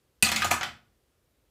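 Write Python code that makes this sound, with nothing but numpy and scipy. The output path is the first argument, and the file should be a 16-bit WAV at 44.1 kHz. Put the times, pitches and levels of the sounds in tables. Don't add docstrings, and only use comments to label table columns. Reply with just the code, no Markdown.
import sys
import numpy as np
from scipy import signal
from scipy.fft import rfft, irfft
from scipy.io import wavfile

SR = 44100
rng = np.random.default_rng(int(sys.argv[2]) if len(sys.argv) > 2 else 0)


def transcribe(u):
    v = np.clip(np.atleast_2d(u).T, -1, 1)
    q = np.round(v * 32767).astype(np.int16)
    wavfile.write(sys.argv[1], SR, q)


def ratio(d):
    e = np.asarray(d, float) / 20
    return 10 ** e


N = 66150

# (time [s], edge level [dB], table level [dB], panel level [dB], die level [dB])
KNOCKS = [(0.2247, -5, -21, -17, 0.5), (0.2287, -14, -19, -18, -6.5), (0.2351, -16, -19, -15, -2),
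          (0.2493, -21, -21, -14, -7.5), (.2535, -18.5, -23, -13.5, -6.5),
          (0.264, -10.5, -26.5, -12, -11.5), (.2700, -17.5, -27.5, -11.5, -13.5),
          (.2881, -15, -35, -8, -11.5), (.2925, -16, -29.5, -12.5, -17), (0.3163, -7.5, -23, -14.5, -9),
          (.3205, -17, -18.5, -15.5, -15), (0.3257, -20, -26, -8.5, -13), (0.3357, -22, -14, -5, -13.5),
          (0.36, -8, -25, -19, -8.5), (.3650, -16.5, -25, -13, -12), (.3720, -19, -27, -8.5, -15.5),
          (0.3829, -25, -15, -16.5, -9), (0.399, -20.5, -25, -9, -14.5), (.4070, -19, -27.5, -9.5, -11),
          (.4115, -21, -21.5, -10.5, -16), (.4200, -9, -35, -15, -15), (.4348, -19.5, -26, -10.5, -24.5),
          (0.4446, -14, -15.5, -4.5, -3), (.4530, -18, -20, -8, -5.5), (0.5056, -23, -10, -0.5, -8.5),
          (.5090, -16, -16, -2, -2.5), (.5120, -10, -19.5, -11.5, 0.5), (.5200, -23, -27, -1, -10),
          (0.5384, -23, -19.5, 3, -16), (.5620, -28.5, -19, 5, -16), (0.6104, -16.5, -29, -11, -31),
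          (0.6156, -26, -23, -3.5, -21.5), (.6200, -24, -26.5, -1.5, -18), (0.6311, -13, -42.5, -15, -15),
          (.6380, -24, -34.5, -6, -18), (0.6414, -23.5, -30.5, -11, -18), (.6480, -32, -31, -7, -25),
          (.6550, -29.5, -17, -9.5, -12), (.6680, -28, -21, -8, -17)]
# (frequency [Hz], level [dB], t60 [s])
TABLE_MODES = [(84, -7.5, 0.25), (108, -3.5, 0.071), (125, -2.5, 0.1), (163, -3, 0.077), (221, -3.5, 0.13),
               (300, -2.5, 0.023), (378, -7.5, 0.042), (480, -8.5, .025), (580, -4.5, 0.025)]
# (frequency [Hz], level [dB], t60 [s])
PANEL_MODES = [(724, 0, 0.021), (816.6, -5, 0.047), (953, -7.5, .04), (1063, -5.5, 0.027),
               (1189, -6.5, .04), (1277, -5, 0.048), (1452, 0, 0.027), (1720, -3, .025)]
# (frequency [Hz], level [dB], t60 [s])
EDGE_MODES = [(1885, -5.5, 0.011), (2155, -2.5, 0.0093), (2534, -6.5, 0.022), (2976, -2, 0.0094),
              (3496, -4, 0.0089), (3855, -5.5, 0.0082), (4210, -7, 0.0097), (4470, -8, 0.0087),
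              (5210, -3.5, 0.0036)]
# (frequency [Hz], level [dB], t60 [s])
DIE_MODES = [(5874, -3.5, .004), (6680, -5.5, .004), (6950, -2.5, 0.0081), (8050, -4.5, 0.0067),
             (9270, -12, 0.011), (11130, -13.5, 0.0078), (12410, -18, .007), (13560, -19.5, .01),
             (14476, -19, .007), (15360, -20, .007)]
# (time [s], frequency [Hz], level [dB], t60 [s])
RINGS = [(0.2247, 8640, -11, 0.02), (0.2255, 10150, -9, 0.014), (0.224, 4479, -9.5, 0.01),
         (.2250, 2900, -14, 0.0069), (.2290, 2620, -5.5, 0.015), (.2300, 221, -26, 0.15),
         (.3220, 221, -34, .2), (.2280, 130, -27.5, .05), (.2270, 390, -28.5, .04),
         (0.25, 4690, -14.5, .02), (.2470, 4450, -19.5, .03), (.2600, 4200, -22, 0.045),
         (0.29, 2600, -22, .03), (.2920, 3300, -25, 0.02), (.2500, 8570, -26, 0.13),
         (0.233, 8570, -14.5, 0.03), (0.267, 1242, -27, 0.096), (.2885, 6400, -18, 0.013),
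         (.3165, 7300, -23.5, .006), (.3200, 2500, -17.5, 0.01), (.3170, 730, -28, .04),
         (0.3612, 6755, -18.5, 0.0147), (0.364, 4420, -14, 0.01), (.4210, 1623, -10.5, 0.01),
         (.4250, 1236, -23, 0.22), (0.425, 2499, -21, 0.01479), (0.435, 1650, -18.5, .015),
         (.4444, 1237, -23.5, 0.086), (.4443, 820, -24.5, 0.035), (0.4458, 6733, -21.5, .012),
         (0.450, 720, -25.5, 0.04), (0.51, 1236, -21.5, 0.0385), (.5250, 1290, -31, .15),
         (.5250, 930, -32.5, .15), (.5115, 7000, -19, 0.011), (.5170, 810, -21.5, 0.053),
         (0.514, 2367, -12.5, 0.012), (.5150, 715, -17.5, 0.045), (.5390, 1190, -19.5, 0.023),
         (0.611, 6580, -22.5, 0.0059), (.6105, 1700, -17.5, .005), (0.6119, 1450, -31.5, 0.04),
         (.6120, 810, -33.5, .03), (.6312, 1440, -28, 0.0455), (.6310, 1950, -11.5, 0.005),
         (.6315, 5900, -22, .005), (.6330, 800, -34, .03), (.6150, 2200, -30, 0.023),
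         (.6370, 3200, -28.5, 0.018), (.6380, 3800, -34, 0.013)]
# (delay [s], level [dB])
ECHOES = [
    (.0045, -4),
    (.0098, -12),
    (0.014, -16.5),
    (.024, -18),
    (.03, -12.5),
]
# (frequency [Hz], t60 [s])
ROOM_T60 = [(60, 0.75), (250, 0.49), (800, 0.35), (1500, 0.31), (3000, .3), (8000, 0.26), (15000, 0.26)]
# (frequency [Hz], level [dB])
ROOM_COLOUR = [(60, -7), (300, -3.5), (800, -6), (1500, -0.5), (3000, -4), (8000, 0), (15000, -9.5)]
ROOM_PLACE_TIMES = (.2, .26, .31, .355, .415, .5, .6, .628, .9)
# (frequency [Hz], level per Hz [dB])
HUSH_SPECTRUM = [(21, -20), (42, 2), (90, -5), (189, -16), (349, -12), (567, -16), (700, -22), (15700, -33)]

TABLE_DB, PANEL_DB, EDGE_DB, DIE_DB = -6.5, -9, -10, -8
STRIKE_SPREAD_DB = 1.5
CONTACT_S, CONTACT_RISE_S = 0.0036, 0.0002
CRACK_DB, CRACK_T60_S, CRACK_LOW_HZ, CRACK_HIGH_HZ = 8, 0.018, 3020, 16300
RING_ATTACK_S, RING_ROOM_DB = 0.00021, -13
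ECHO_SMEAR_S = 0.0005
ROOM_DB, ROOM_BUILD_S = -24.5, 0.0013
HUSH_DB, HUSH_PATCHY_DB = -70.5, 0.8
CUTOFF_HZ, MIC_LOW_HZ = 16300, 42


def die_in_tower():
    _, edge_db, table_db, panel_db, die_db = np.transpose(KNOCKS)
    shove = np.ones((len(KNOCKS), 1))
    rattle = chatter(len(KNOCKS), CONTACT_S * np.log(1000), CONTACT_RISE_S)
    table = body(TABLE_MODES, edge_db + table_db + TABLE_DB, shove)
    panels = body(PANEL_MODES, edge_db + panel_db + PANEL_DB, shove)
    edges = body(EDGE_MODES, edge_db + EDGE_DB, rattle)
    die = body(DIE_MODES, edge_db + die_db + DIE_DB, rattle)
    return table + panels + edges + die + cracks(edge_db + die_db + CRACK_DB)


def body(modes, knock_db, push):
    starts = (np.array(KNOCKS)[:, :1] * SR).astype(int)
    at = starts + np.arange(push.shape[1])
    luck = rng.standard_normal((len(KNOCKS), len(modes)))
    out = 0
    for k, (hz, db, t60) in enumerate(modes):
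        strength = ratio(knock_db + db + STRIKE_SPREAD_DB * luck[:, k])
        polarity = (-1) ** k
        force = np.zeros(N)
        np.add.at(force, at, strength[:, None] * push * polarity)
        out = out + ring(force, hz, t60)
    return out


def ring(clicks, hz, t60):
    radius = ratio(-60 / (t60 * SR))
    turn = 2 * np.pi * hz / SR
    feedback = [1, -2 * radius * np.cos(turn), radius * radius]
    return signal.lfilter([0, np.sin(turn)], feedback, clicks + 1e-18)


def cracks(knock_db):
    out = np.zeros(N)
    bursts = chatter(len(KNOCKS), CRACK_T60_S, CONTACT_RISE_S)
    for (time, *_), db, burst in zip(KNOCKS, knock_db, bursts):
        start = int(time * SR)
        out[start:start + len(burst)] += ratio(db) * burst
    bright = signal.butter(2, [CRACK_LOW_HZ, CRACK_HIGH_HZ], "band", fs=SR, output="sos")
    return signal.sosfilt(bright, out)


def chatter(count, t60, rise_s):
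    t = np.arange(1024) / SR
    shape = ratio(-60 * t / t60) * (1 - np.exp(-t / rise_s))
    window = np.minimum(1, 4 * shape / shape.max())
    push = rng.standard_normal((count, len(t))) * shape
    for _ in range(8):
        spectrum = rfft(push)
        push = irfft(spectrum / (np.abs(spectrum) + 1e-9)) * window
    return push / np.sqrt(np.sum(push ** 2, axis=1, keepdims=True))


def rings():
    out = np.zeros(N + SR)
    t = np.arange(SR // 4) / SR
    attack = 1 - np.exp(-t / RING_ATTACK_S)
    for time, hz, db, t60 in RINGS:
        start = int(max(time, KNOCKS[0][0]) * SR)
        out[start:start + len(t)] += ratio(db - 60 * t / t60) * attack * np.sin(2 * np.pi * hz * t)
    return out[:N]


def room(x):
    t = np.arange(SR * 3 // 4) / SR
    now = np.arange(N) / SR
    places = len(ROOM_PLACE_TIMES) - 1
    reads = np.arange(len(t)) + 2 ** 12 * np.arange(places)[:, None]
    tails = 0
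    for hz, noise in bands(2 * SR):
        decay_db = -60 * t / at_hz(ROOM_T60, hz)
        tails = tails + noise[reads] * ratio(at_hz(ROOM_COLOUR, hz) + decay_db)
    tails = tails * ratio(ROOM_DB) * (1 - np.exp(-t / ROOM_BUILD_S))

    smears = chatter(len(ECHOES), ECHO_SMEAR_S * np.log(1000), ECHO_SMEAR_S / 2)
    for (delay, db), smear in zip(ECHOES, smears):
        start = int(delay * SR)
        tails[:, start:start + len(smear)] += ratio(db) * smear

    out = np.zeros(N)
    for start, end, tail in zip(ROOM_PLACE_TIMES, ROOM_PLACE_TIMES[1:], tails):
        here = x * (now >= start) * (now < end)
        out += signal.fftconvolve(here, tail)[:N]
    return out


def hush():
    out = 0
    for hz, noise in bands(N + SR):
        waver = np.interp(np.arange(N), np.linspace(0, N, 16), rng.standard_normal(16))
        settled = noise[SR:]
        out = out + settled * ratio(at_hz(HUSH_SPECTRUM, hz) + HUSH_PATCHY_DB * waver)
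    return ratio(HUSH_DB) * out / out.std()


def bands(size):
    edges = 20 * 2 ** np.arange(0, 9.8, 1 / 3)
    white = rng.standard_normal((2, size))
    for k, (low, high) in enumerate(zip(edges, edges[1:])):
        band = signal.butter(2, [low, high], "band", fs=SR, output="sos")
        yield np.sqrt(low * high), signal.sosfilt(band, white[k % 2])


def at_hz(points, hz):
    table_hz, values = np.transpose(points)
    return np.interp(np.log(hz), np.log(table_hz), values)


def scene():
    knocks, tones = die_in_tower(), rings()
    reflected = room(knocks + ratio(RING_ROOM_DB) * tones)
    return (knocks + tones + reflected + hush())[None]


def band_limit(x):
    return signal.sosfilt(signal.butter(12, 16910, fs=SR, output="sos"), x)


def record(dry):
    top_cut = signal.cheby2(12, 60, CUTOFF_HZ, fs=SR, output="sos")
    low_cut = signal.butter(4, MIC_LOW_HZ, "high", fs=SR, output="sos")
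    mix = signal.sosfilt(low_cut, signal.sosfilt(top_cut, dry))
    return band_limit(mix)


dry = scene()
out = record(dry)
transcribe(out)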